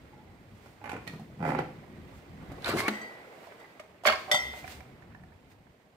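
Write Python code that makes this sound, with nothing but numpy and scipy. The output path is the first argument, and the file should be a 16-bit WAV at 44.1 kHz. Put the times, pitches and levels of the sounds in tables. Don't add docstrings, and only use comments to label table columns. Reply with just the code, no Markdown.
import sys
import numpy as np
from scipy import signal
from scipy.fft import rfft, irfft, next_fast_len
from scipy.io import wavfile
from scipy.ndimage import uniform_filter1d

SR = 44100
rng = np.random.default_rng(int(sys.argv[2]) if len(sys.argv) > 2 else 0)


def unload_wav(signal):
    wavfile.write(
        sys.argv[1],
        SR,
        np.round(np.clip(np.atleast_2d(signal).T, -1, 1) * 32767).astype(np.int16),
    )


def to_linear_factor(level_db):
    exponent = np.asarray(level_db, float) / 20
    return 10 ** exponent


N = 262819


def evened(x):
    return x / np.sqrt(np.mean(x ** 2) + 1e-20)


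def read(points, hz):
    f, value = np.transpose(points)
    return np.interp(np.log(hz + 1), np.log(f + 1), value)


def curve(rows, t):
    s, *columns = np.transpose(rows)
    return [np.interp(t, s, c) for c in columns]


def during(rows, t):
    return (t > rows[0][0]) & (t < rows[-1][0])


def add(mix, s, sound):
    part = mix[:, round(s * SR):][:, :sound.shape[-1]]
    part += sound[..., :part.shape[1]]


def resonate(x, hz, width):
    return signal.lfilter(*signal.iirpeak(hz, max(hz / width, .3), SR), x)


def above(x, hz):
    return signal.sosfilt(signal.butter(N=2, Wn=hz, btype="high", fs=SR, output="sos"), x)


def below(x, hz):
    return signal.sosfilt(signal.butter(N=6, Wn=hz, fs=SR, output="sos"), x)


def treble(x, smoothing):
    return signal.lfilter([1], [1, -smoothing], above(above(x, 1600), 1600))


def sides(x, pan_db):
    gain = to_linear_factor(np.array([[.5], [-.5]]) * pan_db)
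    return x + above(x, 600) * (gain - 1)


def swells(rows, t, floor_db):
    power = to_linear_factor(2 * floor_db) + 0 * t
    for s, db, rise, fall in rows:
        away = np.maximum((s - t) / rise, (t - s) / fall)
        power = power + to_linear_factor(2 * (db - SWELL_DB * away))
    return 10 * np.log10(power)


SWELL_DB = 12

# pitch_hz, likeness (1 is the same)
SAME = [(60, 0.88), (180, 1), (550, 0.66), (1650, -0.026), (4970, 0.14), (15000, -0.32)]
# pitch_hz, level_db
LEAN = [(60, 0.5), (240, 0.5), (950, -3), (3770, -6), (15000, 0)]
# pitch_hz, lead_radians
LEAD = [(60, .1), (200, 0.35), (600, .3), (1500, 0)]


def hush(spectrum, level_db, size, patchy_db, gust_db):
    hop = size // 4
    frames, hz = N // hop + 6, np.fft.rfftfreq(size, 1 / SR)
    a, b, c, d, patches = rng.standard_normal((frames, len(hz), 5)).T
    patches = uniform_filter1d(patches, size=6, axis=0)
    patches = evened(uniform_filter1d(patches, size=8, axis=1))
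    gusts = evened(uniform_filter1d(rng.standard_normal(frames), size=3))
    same = np.clip(read(SAME, hz), -1, 1)[:, None]
    left = a + 1j * b
    right = same * left + np.sqrt(1 - same ** 2) * (c + 1j * d)
    z = np.array([left, right])
    z *= to_linear_factor(read(spectrum, hz)[:, None] + patchy_db * patches + gust_db * gusts)
    half = np.array([.5, -.5])[:, None, None]
    z *= to_linear_factor(half * read(LEAN, hz)[:, None])
    z *= np.exp(1j * half * read(LEAD, hz)[:, None])
    noise = signal.istft(z, nperseg=size, noverlap=size - hop)[1][:, :N]
    return to_linear_factor(level_db) * evened(noise)


# time_s, grip_db (hand on the housing), bustle_db (body and sleeve)
STIR = [(0, -52.5, -57.5), (.45, -54.5, -60), (.8, -56, -57.5), (1.04, -49, -53.5), (1.3, -53, -59.5),
        (1.6, -46, -51.5), (1.8, -50.5, -55.5), (2.06, -48.5, -56), (2.3, -50, -55.5), (2.5, -45.5, -51.5),
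        (2.68, -49.5, -49.5), (2.96, -65, -57), (3.45, -64.5, -51.5), (3.72, -65, -54.5),
        (4.02, -59.5, -62), (4.8, -52.5, -58), (5.3, -54.5, -62), (5.96, -67.5, -65.5)]
# pitch_hz, level_db (per Hz)
RUMBLE = [(12, -33), (20, -4), (54, 5.5), (161, 2), (192, 1), (377, -5), (414, -25.5), (500, -5),
          (650, -53.5), (1100, -120)]
# pitch_hz, level_db (per Hz)
AIR = [(120, -20.5), (200, -5.5), (312, -7), (382, 2), (535, -3.5), (628, -1), (1270, -9.5), (1850, -10.5),
       (2000, -7.5), (2650, -17), (5000, -28.5), (6500, -52), (11000, -120)]
# pitch_hz, level_db (per Hz)
RUSTLE = [(1470, 0), (2500, 2), (6350, -6.5), (8600, -6.5), (9510, -11), (14000, -8.5), (15500, -7),
          (16000, -38)]
# peak_s, level_db, rise_s, fall_s
CLOTH = [(.67, -62.5, 0.19, 0.12), (1.1, -59.5, 0.055, 0.2), (1.49, -52, 0.051, 0.075),
         (3.46, -61.5, 0.21, .03), (3.6, -62, 0.012, 0.054), (2.18, -62.5, 0.14, 0.072),
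         (2.9, -48.5, 0.12, 0.19), (4.2, -51.5, 0.068, 0.11), (4.4, -47.5, 0.11, 0.21),
         (4.59, -48, 0.088, 0.047), (4.71, -46.5, 0.069, 0.08), (5.52, -61, .03, 0.021)]
# peak_s, level_db, rise_s, fall_s
WAFTS = [
    (1.6, -37.5, 0.049, 0.047),
    (2.95, -43, 0.23, 0.28),
    (4.25, -49.5, 0.22, .7),
]


def stir():
    t = np.arange(N) / SR
    low_db, bustle_db = curve(STIR, t)
    air_db = swells(WAFTS, t, bustle_db)
    rustle_db = -68 + 0.73 * (bustle_db + 58)
    cloth_db = swells(CLOTH, t, rustle_db)
    rumble = hush(RUMBLE, low_db, size=1024, patchy_db=2.2, gust_db=1.0)
    air = hush(AIR, air_db, size=512, patchy_db=1.5, gust_db=-1.0)
    rustle = hush(RUSTLE, cloth_db, size=256, patchy_db=0.5, gust_db=0.6)
    return rumble + air + rustle


def tone(rows, t, waver):
    wobble = 1 + waver * evened(uniform_filter1d(rng.standard_normal(N), size=150))
    return 2 * np.pi * np.cumsum(curve(rows, t)[0] * wobble) / SR


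# time_s, pitch_hz, level_db
WHINE = [(.12, 838, -99), (.135, 810, -49.5), (.16, 826, -63), (.2, 862, -53.5), (.25, 829, -68),
         (.31, 806, -64)]
# start_s, level_db, pitch_hz,
# length_s
SWAYS = [(1.507, -50, 65, 0.1), (1.366, -41, 159, .08), (1.13, -43.5, 159, 0.052), (1.195, -47, 147, .05),
         (2.667, -60, 60, 0.089), (4.078, -47.5, 83, 0.079), (4.388, -46, 69, 0.2), (4.739, -45, 73, 0.096),
         (4.86, -51, 130, 0.072), (5.211, -56.5, 87, 0.18), (0.403, -53.5, 99.3, 0.21),
         (0.761, -54, 98, 0.17)]


def shudders():
    t = np.arange(N) / SR
    whine = to_linear_factor(curve(WHINE, t)[1]) * np.sin(tone(WHINE, t, waver=0.049))
    out = sides(whine * during(WHINE, t), pan_db=-1.5)
    for s, db, hz, length in SWAYS:
        u = np.arange(0, length, 1 / SR)
        add(out, s, to_linear_factor(db) * np.sin(2 * np.pi * hz * u) * np.sin(np.pi * u / length))
    return out


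def touch(rows, ms, push_db, steady):
    return [(s, db, crack_db, push_db - steady * (db + 30.5), ms) for s, db, crack_db in rows]


DULLING = 0.13

# pitch_hz, width_hz
PANELS = [
    (248, 300),
    (158, 102),
    (156, 58),
    (213.7, 11.6),
    (186, 39),
    (90, 78),
]


def blows(events, body, panel, loose_db, soft_hz, snap, pan_db):
    out, t = np.zeros((2, N)), np.arange(6000) / SR
    hardest_db = max(e[1] for e in events)
    snap_now = t == t[8]
    for s, db, crack_db, push_db, ms in events:
        grit, share = rng.standard_normal(len(t)), rng.normal(0, 2, len(body))
        contact = (grit - snap * snap_now) * np.exp(-1000 * t / max(ms, .3))
        contact = contact * np.minimum(t / 0.00088, 1)
        soft = below(contact, soft_hz * to_linear_factor(DULLING * (db - hardest_db)))
        ring = sum(to_linear_factor(d + e) * resonate(soft, hz, w) for (hz, w, d), e in zip(body, share))
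        dull = above(soft, 240)
        crack = treble(contact * ~snap_now, .8)
        push = resonate(-np.exp(-t / 0.00055), *panel)
        push = resonate(push, panel[0], 5.5 * panel[1])
        hit = ring / abs(ring).max() + to_linear_factor(loose_db) * dull / abs(dull).max()
        hit = hit + to_linear_factor(crack_db) * crack / abs(crack).max()
        hit = hit + to_linear_factor(push_db) * push / abs(push).max()
        add(out, s, to_linear_factor(db) * sides(hit, pan_db))
    return out


def pings(rows, pan_db, cycles=1.4):
    out, t = np.zeros((1, N)), np.arange(6000) / SR
    for s, db, hz, t60 in rows:
        fade = to_linear_factor(db - 60 * t / t60)[None] * np.minimum(t * hz / cycles, 1)
        add(out, s, fade * np.sin(2 * np.pi * hz * t))
    return sides(out, pan_db)


def slips(rows, ring, pan_db, cycles):
    rung = [(row[0], row[1] + db, hz, t60) for row in rows for db, hz, t60 in ring]
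    return -pings(rung, pan_db, cycles)


# (bright part, above about 1.6 kHz)
HINGE = [(.131, -58, -24.5), (.659, -52.5, -4), (.814, -50, -25), (.840, -38, -13), (.848, -48, -18),
         (.856, -39.5, -11), (.865, -42, -15), (.874, -39, -15), (.893, -34, -8), (.904, -43, -7),
         (.916, -35.5, -8), (.938, -39.5, -18), (.949, -45, -30), (.964, -41, -13), (.989, -55, -25)]
# pitch_hz, width_hz, level_db
HINGE_BODY = [(535, 93, 1.5), (836, 53, 10), (1090, 40, 0.5), (1450, 100, -4), (2040, 120, -10),
              (2300, 38, -21)]
# level_db, pitch_hz, fade_s (to -60 dB)
HINGE_RING = [(-3, 820, 0.035), (-12, 1000, 0.05), (-9, 1385, 0.026), (-6, 2400, 0.023), (-12, 2100, 0.025)]


def hinge():
    jerks = blows(touch(HINGE, ms=6.5, push_db=-7, steady=0.091), HINGE_BODY, PANELS[0],
                  loose_db=-3.0, soft_hz=2670, snap=5.4, pan_db=-13.5)
    return to_linear_factor(-1.5) * jerks + slips(HINGE, HINGE_RING, pan_db=-11, cycles=2.4)


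# start_s, level_db (peak), pitch_hz, fade_s (to -60 dB)
WOOD_PINGS = [(.815, -47.5, 833, 0.15), (1.1, -44, 316, 0.065), (.953, -33.5, 460, 0.046),
              (.928, -33, 730, 0.035), (1.076, -41, 4240, 0.027), (1.074, -44, 2500, 0.06),
              (1.076, -45, 1250, .03), (.8925, -42, 2100, .015), (.8935, -40, 1450, .02),
              (1.565, -28, 356, 0.066), (1.587, -43, 2200, 0.018), (1.5862, -43, 4150, 0.011),
              (1.589, -47, 5650, 0.0089), (1.5895, -26, 1420, .015), (1.4, -29, 172, .12),
              (1.59, -40, 830, 0.036), (1.5, -35.5, 140, 0.13), (1.3, -44, 626, 0.03),
              (1.3, -40, 130, 0.12), (1.197, -43, 750, 0.037), (1.198, -42, 210, 0.12),
              (1.218, -42, 169, 0.1), (1.1, -43, 165, 0.28)]


def loose_wood():
    return pings(WOOD_PINGS, pan_db=-6)


# start_s, level_db (peak), crack_db
THUDS = [(.930, -30, -18), (1.134, -40.5, -15), (1.155, -48.5, -24), (1.195, -46, -10), (1.219, -55, -17),
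         (2.434, -53, -24), (2.517, -36, -16), (4.068, -64, -34), (4.34, -41, -28)]


def thuds():
    return blows(touch(THUDS, ms=7.5, push_db=-6.5, steady=0.92), DRAWER_BODY, PANELS[1],
                 loose_db=-4.0, soft_hz=1535, snap=4.4, pan_db=-6.5)


# start_s, level_db (peak), crack_db
LATCH = [
    (1.068, -50, -10),
    (1.075, -38, -3),
    (1.094, -48.5, -17),
]
# pitch_hz, width_hz, level_db
LATCH_BODY = [(780, 190, 7), (1240, 140, 5.5), (1905, 93, 15.5), (2140, 87, 11), (4240, 310, -9)]


def latch():
    return blows(touch(LATCH, ms=5.2, push_db=-2.5, steady=0.37), LATCH_BODY, PANELS[1],
                 loose_db=-9.0, soft_hz=4400, snap=1.5, pan_db=-22.5)


# start_s, level_db (peak)
DRAWER = [(1.374, -65), (1.394, -43), (1.404, -34.5), (1.414, -34), (1.427, -24.5), (1.439, -27),
          (1.451, -21.5), (1.464, -23.5), (1.477, -22.5), (1.490, -21), (1.504, -21.5), (1.519, -23),
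          (1.534, -29.5), (1.549, -21.5), (1.566, -50), (1.589, -18), (1.615, -42)]
# pitch_hz, width_hz, level_db
DRAWER_BODY = [(298, 140, 12.5), (509.5, 17, 16), (710, 107, 8.5), (1110, 134, -39), (1350, 23.6, -9),
               (2000, 110, -10.5), (2300, 96, -22)]
# level_db, pitch_hz, fade_s (to -60 dB)
RUNNER_RING = [(-8, 158, 0.087), (-3.5, 346, 0.045), (-6, 518, 0.041), (0, 808, 0.024), (-10, 1346, 0.023),
               (-18.5, 2000, 0.021), (-25, 2390, 0.043), (-28, 3100, 0.013), (-32, 4800, .012)]


def drawer():
    knocks = [(s, db, -25 + 0.45 * (db + 27)) for s, db in DRAWER]
    box = blows(touch(knocks, ms=8.0, push_db=-1.5, steady=0.97), DRAWER_BODY, PANELS[2],
                loose_db=-16, soft_hz=2380, snap=14.0, pan_db=-10.0)
    early = [(s - .0012, db) for s, db in DRAWER]
    return to_linear_factor(-4.5) * box + slips(early, RUNNER_RING, pan_db=-15.5, cycles=2.65)


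# start_s, level_db (peak), crack_db
CATCH = [
    (2.621, -47, 2),
    (2.6445, -29, -6),
    (2.659, -39, 6),
]
# pitch_hz, width_hz, level_db
CATCH_BODY = [(1390, 220, -6), (4050, 420, 0)]


def catch():
    return blows(touch(CATCH, ms=2.0, push_db=-32, steady=0), CATCH_BODY, PANELS[3],
                 loose_db=-10, soft_hz=7500, snap=1.5, pan_db=-8)


# start_s, level_db (peak), crack_db
DOOR = [(2.668, -49, -21), (2.689, -23.5, -22), (2.709, -40, -6), (2.739, -29, -15), (2.8805, -16, -9.5),
        (2.885, -17, -30), (2.929, -40, -17)]
# pitch_hz, width_hz, level_db
DOOR_BODY = [(363, 47, 9.5), (610, 210, 0), (990, 74, -40), (1330, 260, -9.5), (2120, 43, -19),
             (4030, 950, -16.5)]
# start_s, level_db
# (peak), pitch_hz, fade_s (to -60 dB)
DOOR_PINGS = [(2.647, -33, 1270, 0.024), (2.658, -38, 4100, 0.027), (2.662, -31, 1400, .06),
              (2.705, -34, 2300, .05), (2.735, -32, 1260, 0.035), (2.735, -25, 325, 0.095),
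              (2.772, -30, 1110, 0.033), (2.783, -29.5, 2137, 0.044), (2.794, -27.5, 2100, 0.037),
              (2.8805, -7, 1660, 0.0025), (2.882, -28, 2230, 0.031), (2.884, -26, 365, 0.04),
              (2.645, -31, 3700, .015), (2.6455, -34, 4400, .012), (2.672, -29, 676, .05),
              (2.697, -31, 1184, 0.065), (2.7, -38, 176, .08), (2.758, -28, 213, .07),
              (2.764, -30, 740, 0.046), (2.788, -32, 606, 0.059), (2.885, -29, 218.4, 0.1),
              (2.895, -33, 357, .15), (3.047, -45, 2019, 0.12), (3.642, -52, 2020, 0.1)]


def door():
    knocks = blows(touch(DOOR, ms=5.6, push_db=-9.5, steady=0.53), DOOR_BODY, PANELS[3],
                   loose_db=-29, soft_hz=3700, snap=11.6, pan_db=-4.0)
    return knocks + pings(DOOR_PINGS, pan_db=-9)


# start_s, length_s, tearing_db, hiss_db, flutter_db
TUGS = [
    (2.659, 0.074, -37, -42, -31.5),
    (2.739, 0.022, -57, -66, -30),
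    (2.771, 0.043, -40, -39, -32),
    (2.813, 0.065, -45.5, -55, -34.5),
]


def tugs(t):
    grip_s, let_go_s, hiss_edge_s, silent_db = 0.018, 0.0064, 0.036, -120
    s, length, tear_db, hiss_db, flutter_db = np.transpose(TUGS)[:, :, None]
    outside = np.maximum(np.maximum((s - t) / grip_s, (t - s - length) / let_go_s), 0)
    peak = (s + 0.48 * length)[:, 0]
    hiss = [(p, db, hiss_edge_s, hiss_edge_s) for p, db in zip(peak, hiss_db[:, 0])]
    flutter = [(p, db, 0.027, 0.026) for p, db in zip(peak, flutter_db[:, 0])]
    tearing = (tear_db - SWELL_DB * outside).max(0)
    return tearing, swells(hiss, t, silent_db), swells(flutter, t, silent_db)


# pitch_hz, width_hz, level_db
SEAL_BODY = [(1145, 310, 6), (1450, 510, 16), (2100, 130, 0), (2500, 70, -20), (2870, 160, -27),
             (3770, 170, 1), (4100, 140, 0), (5300, 350, -39)]
# time_s, pitch_hz, level_db, octave_db
SQUEAK = [(2.77, 1040, -60, -50), (2.79, 1060, -46, -43), (2.81, 1030, -46, -52), (2.84, 1085, -41, -48),
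          (2.876, 1140, -39, -43), (2.882, 1140, -60, -65)]


def seal():
    t = np.arange(N) / SR
    tear_db, hiss_db, flutter_db = tugs(t)
    strength_db = 1.4 * rng.exponential(1, N // 40 + 1).repeat(40)[:N]
    grains = rng.standard_normal(N) * to_linear_factor(strength_db)
    tear = sum(to_linear_factor(d) * resonate(grains, hz, w) for hz, w, d in SEAL_BODY)
    tear = tear + to_linear_factor(-9) * resonate(grains, 1400, 1600)
    flutter = resonate(grains, 345, 89) + to_linear_factor(-3.0) * resonate(grains, 130, 120)
    crisp = grains * to_linear_factor(1.6 * evened(below(grains, 120)))
    hiss = treble(crisp, .5)
    turn = tone(SQUEAK, t, waver=0.0213)
    tone_db, octave_db = curve(SQUEAK, t)[1:]
    catching = np.clip(abs(evened(below(grains, 45))), .55, 1.4)
    squeak = to_linear_factor(tone_db + 3.5) * np.sin(turn)
    squeak = squeak + to_linear_factor(octave_db + 7) * np.sin(2 * turn) * catching
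    torn = to_linear_factor(tear_db) * evened(below(tear, 4700)) + to_linear_factor(hiss_db) * evened(hiss)
    torn = torn + to_linear_factor(flutter_db) * evened(below(flutter, 940))
    return sides(torn * (t < SQUEAK[-1][0]) + squeak * during(SQUEAK, t), pan_db=-7.0)


def bottles(events, lines, pan_db):
    out, t = np.zeros((2, N)), np.arange(SR // 2) / SR
    hz, mode_db, t60, beat = np.transpose(lines)[:, :, None]
    for s, db, hard_db in events:
        share, phase, split = rng.standard_normal((3, len(hz), 1))
        level_db = mode_db + .8 * share + hard_db * np.log2(hz / 2000) - 60 * t / t60
        since = t + s - events[0][0]
        twin = .6 * (hz > 4000) * np.sin(2 * np.pi * hz * (1 + .005 * split) * t)
        throb = np.cos(np.pi * beat * since)
        main = np.sin(2 * np.pi * hz * since + 0.37 * phase * 2 * np.pi * hz * 0 + 0.37 * phase)
        ring = (to_linear_factor(level_db) * throb * (main + twin)).sum(0) * np.minimum(t / 0.00037, 1)
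        add(out, s, to_linear_factor(db) * sides(ring / abs(ring).max(), pan_db))
    return out


# start_s, level_db (peak), hardness_db (per octave)
NUDGES = [
    (2.909, -45, 6),
    (2.935, -39.5, 5.5),
    (3.0145, -42, 9),
    (3.047, -66, 3),
    (3.598, -55, 1),
    (3.6426, -73, -8),
]
# pitch_hz, level_db, fade_s (to -60 dB), beat_hz
NECKS = [(1954, 0, .75, 0), (2019, -4, .5, 0), (3155, -13, .25, 0), (4075, -23, .2, 0), (4667, -17, .33, 0),
         (6180, -23, .15, 0), (7881, -22, .15, 0)]
# start_s, level_db (peak), hardness_db (per octave)
CLINKS = [
    (4.3138, -14.5, -1),
    (4.3444, -25, 3.5),
    (4.4394, -48, 6),
]
# pitch_hz, level_db, fade_s (to -60 dB), beat_hz (of a close pair)
GLASS = [(1954, -7, .62, 0), (1979, -2, .22, 0), (2018, -7, .5, 0), (2083, -9, .75, 0), (3140, -9, .36, 0),
         (3175, -7, .46, 4.4), (3486, -8, .14, 0), (3526, 0, .36, 5), (4430, -18, .25, 0),
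         (4683, -11, .36, 4.6), (4760, -17, .15, 0), (5530, -8, .3, 10.5), (6180, -13, .2, 0),
         (7424, -16, .14, 0), (7910, -15, .14, 0), (8500, -20, .1, 0), (9600, -26, .12, 0),
         (10380, -23, .09, 0), (11320, -23, .17, 0), (12070, -30, .2, 0)]


def glass():
    return bottles(NUDGES, NECKS, pan_db=-2.5) + bottles(CLINKS, GLASS, pan_db=-2.01)


# start_s, level_db (peak), crack_db
SHIFTS = [(3.188, -65, -36), (3.468, -46, -9), (4.035, -35.5, -12), (4.045, -37, 0), (4.278, -35, -37.5),
          (4.294, -29.5, -31.5), (4.314, -23.5, 0), (4.33, -27.5, -8), (4.343, -25.5, -2), (4.364, -41, 4)]
# start_s, level_db (peak), crack_db
SHELF = [(3.52, -45, -29), (3.796, -44, -1.5), (4.053, -18, -27), (4.06, -20, -4.5), (4.067, -19.5, -4.5),
         (4.073, -18, -5), (4.084, -16.5, -27), (4.098, -21, -10), (4.11, -34, -13), (4.121, -21.5, -12),
         (4.134, -30, -8), (4.154, -38, -6)]
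# pitch_hz, width_hz, level_db
SHELF_BODY = [(639, 51, 1.5), (627, 49, 8), (749, 64, 11), (974, 120, 3), (1086, 220, -6.5), (1190, 73, -4),
              (1530, 260, 4), (1830, 96, -14), (2230, 49, -11), (2150, 72, -2), (4340, 300, -11)]


def shelf():
    shifts = blows(touch(SHIFTS, ms=14.6, push_db=-40, steady=0.11), SHELF_BODY, PANELS[4],
                   loose_db=-32.0, soft_hz=1440, snap=18.0, pan_db=-5.5)
    rattle = blows(touch(SHELF, ms=8.0, push_db=-36.0, steady=-0.28), SHELF_BODY, PANELS[4],
                   loose_db=-12, soft_hz=4530, snap=7.4, pan_db=-6.5)
    return above(above(shifts + rattle, 280), 280)


# start_s, level_db (peak), pitch_hz, fade_s (to -60 dB)
SHELF_PINGS = [(3.468, -44, 680, .05), (3.795, -41.5, 2180, 0.021), (3.796, -39.5, 1206, 0.024),
               (3.799, -34.5, 627, 0.054), (4.052, -19, 1138, 0.039), (4.057, -19.5, 623, 0.14),
               (4.064, -25, 2310, 0.053), (4.071, -16, 634, 0.052), (4.072, -20, 1585, 0.047),
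               (4.073, -20, 2154, 0.089), (4.07, -24.5, 4490, 0.043), (4.0525, -30.5, 3350, .015),
               (4.0528, -25, 1900, .012), (4.071, -25.5, 3490, 0.025), (4.098, -36.5, 4400, .04),
               (4.109, -29, 2900, 0.034), (4.155, -36.5, 5000, .02), (4.136, -27, 1820, 0.016),
               (4.074, -35, 220, 0.14), (4.083, -27.5, 2110, 0.043), (4.084, -31, 1610, 0.046),
               (4.098, -11, 1276, 0.017), (4.1, -22.5, 627, 0.1), (4.111, -28.5, 630, 0.054),
               (4.121, -28.5, 1230, 0.063), (4.132, -23, 1080, 0.038), (4.316, -27.5, 610, 0.18),
               (4.343, -20, 780, 0.051), (4.344, -28, 1350, 0.044), (4.572, -41, 614, 0.069),
               (4.641, -41.5, 749, 0.096), (4.65, -43, 1450, .02), (4.678, -47, 700, 0.053),
               (5.023, -52, 1800, .03), (5.148, -48, 1750, 0.032)]


def loose_shelf():
    return pings(SHELF_PINGS, pan_db=-5.5)


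# start_s, level_db (peak), crack_db
TICKS = [(4.535, -39.5, -21), (4.573, -50, -24), (4.642, -38.5, -31), (4.677, -39.5, -3), (4.72, -49, 3),
         (4.805, -41.5, -14), (5.022, -50.5, -12), (5.147, -46.5, -17), (5.235, -49.5, -15),
         (5.321, -53.5, -23), (5.667, -59, -46)]
# pitch_hz, width_hz, level_db
TICK_BODY = [(742, 34, 9), (934, 65, 3), (1340, 450, -11), (1750, 270, -7), (2300, 170, -8.5)]


def ticks():
    return blows(touch(TICKS, ms=3.2, push_db=-9.5, steady=0.28), TICK_BODY, PANELS[5],
                 loose_db=-19.0, soft_hz=2470, snap=2.4, pan_db=-13.0)


# pitch_hz, level_db (side against middle)
WIDE = [(60, -11), (180, -26), (550, -7.5), (1650, -1.5), (4970, 0), (15000, 0)]


def ports(x, taps):
    size = next_fast_len(N + len(taps))
    side = rfft(x.mean(0), size) * rfft(taps, size)
    side = side * to_linear_factor(read(WIDE, np.fft.rfftfreq(size, 1 / SR)))
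    return irfft(side, size)[:N] * np.array([[1], [-1]])


def near(x, facing=1):
    taps = rng.standard_normal(1024) * np.exp(-np.arange(1024) / 150)
    return x + facing * ports(x, taps / np.linalg.norm(taps))


# pitch_hz, fade_s (to -60 dB)
ROOM = [(100, 0.78), (500, 0.39), (2000, 0.47), (6000, 0.47), (14000, 0.16)]


def room(x):
    taps = np.zeros((2, SR // 2))
    at = np.arange(200, SR // 2 - 20, 20)
    at = at + rng.integers(0, 20, (2, len(at)))
    np.put_along_axis(taps, at, rng.choice([-1., 1.], at.shape), 1)
    hz, t, z = signal.stft(taps, SR, nperseg=256)
    fade = to_linear_factor(-60 * t / read(ROOM, hz)[:, None])
    tail = signal.istft(z * fade, SR, nperseg=256)[1]
    tail = tail / np.linalg.norm(tail[0])
    return signal.fftconvolve(x.mean(0), tail[0])[:N] + ports(x, tail[1])


def scene():
    wood = hinge() + loose_wood() + thuds() + latch() + drawer()
    fridge = catch() + door() + seal()
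    clinks = glass()
    rack = shelf() + loose_shelf() + ticks()
    wet = to_linear_factor(-7.5) * wood + to_linear_factor(-12.5) * fridge + to_linear_factor(-10) * rack + to_linear_factor(-22.0) * clinks
    close = near(wood, facing=-0.83) + near(fridge) + near(rack) + near(clinks)
    return below(close, 14200) + room(wet) + shudders() + stir()


def roll_off(x):
    return signal.sosfilt(signal.butter(12, 16440, fs=SR, output="sos"), x)


def record(dry):
    edge = signal.firwin(601, 15700, window=("kaiser", 9), fs=SR)
    mix = signal.oaconvolve(above(dry, 61), edge[None], "same")
    return roll_off(mix)


dry = scene()
out = record(dry)
unload_wav(out)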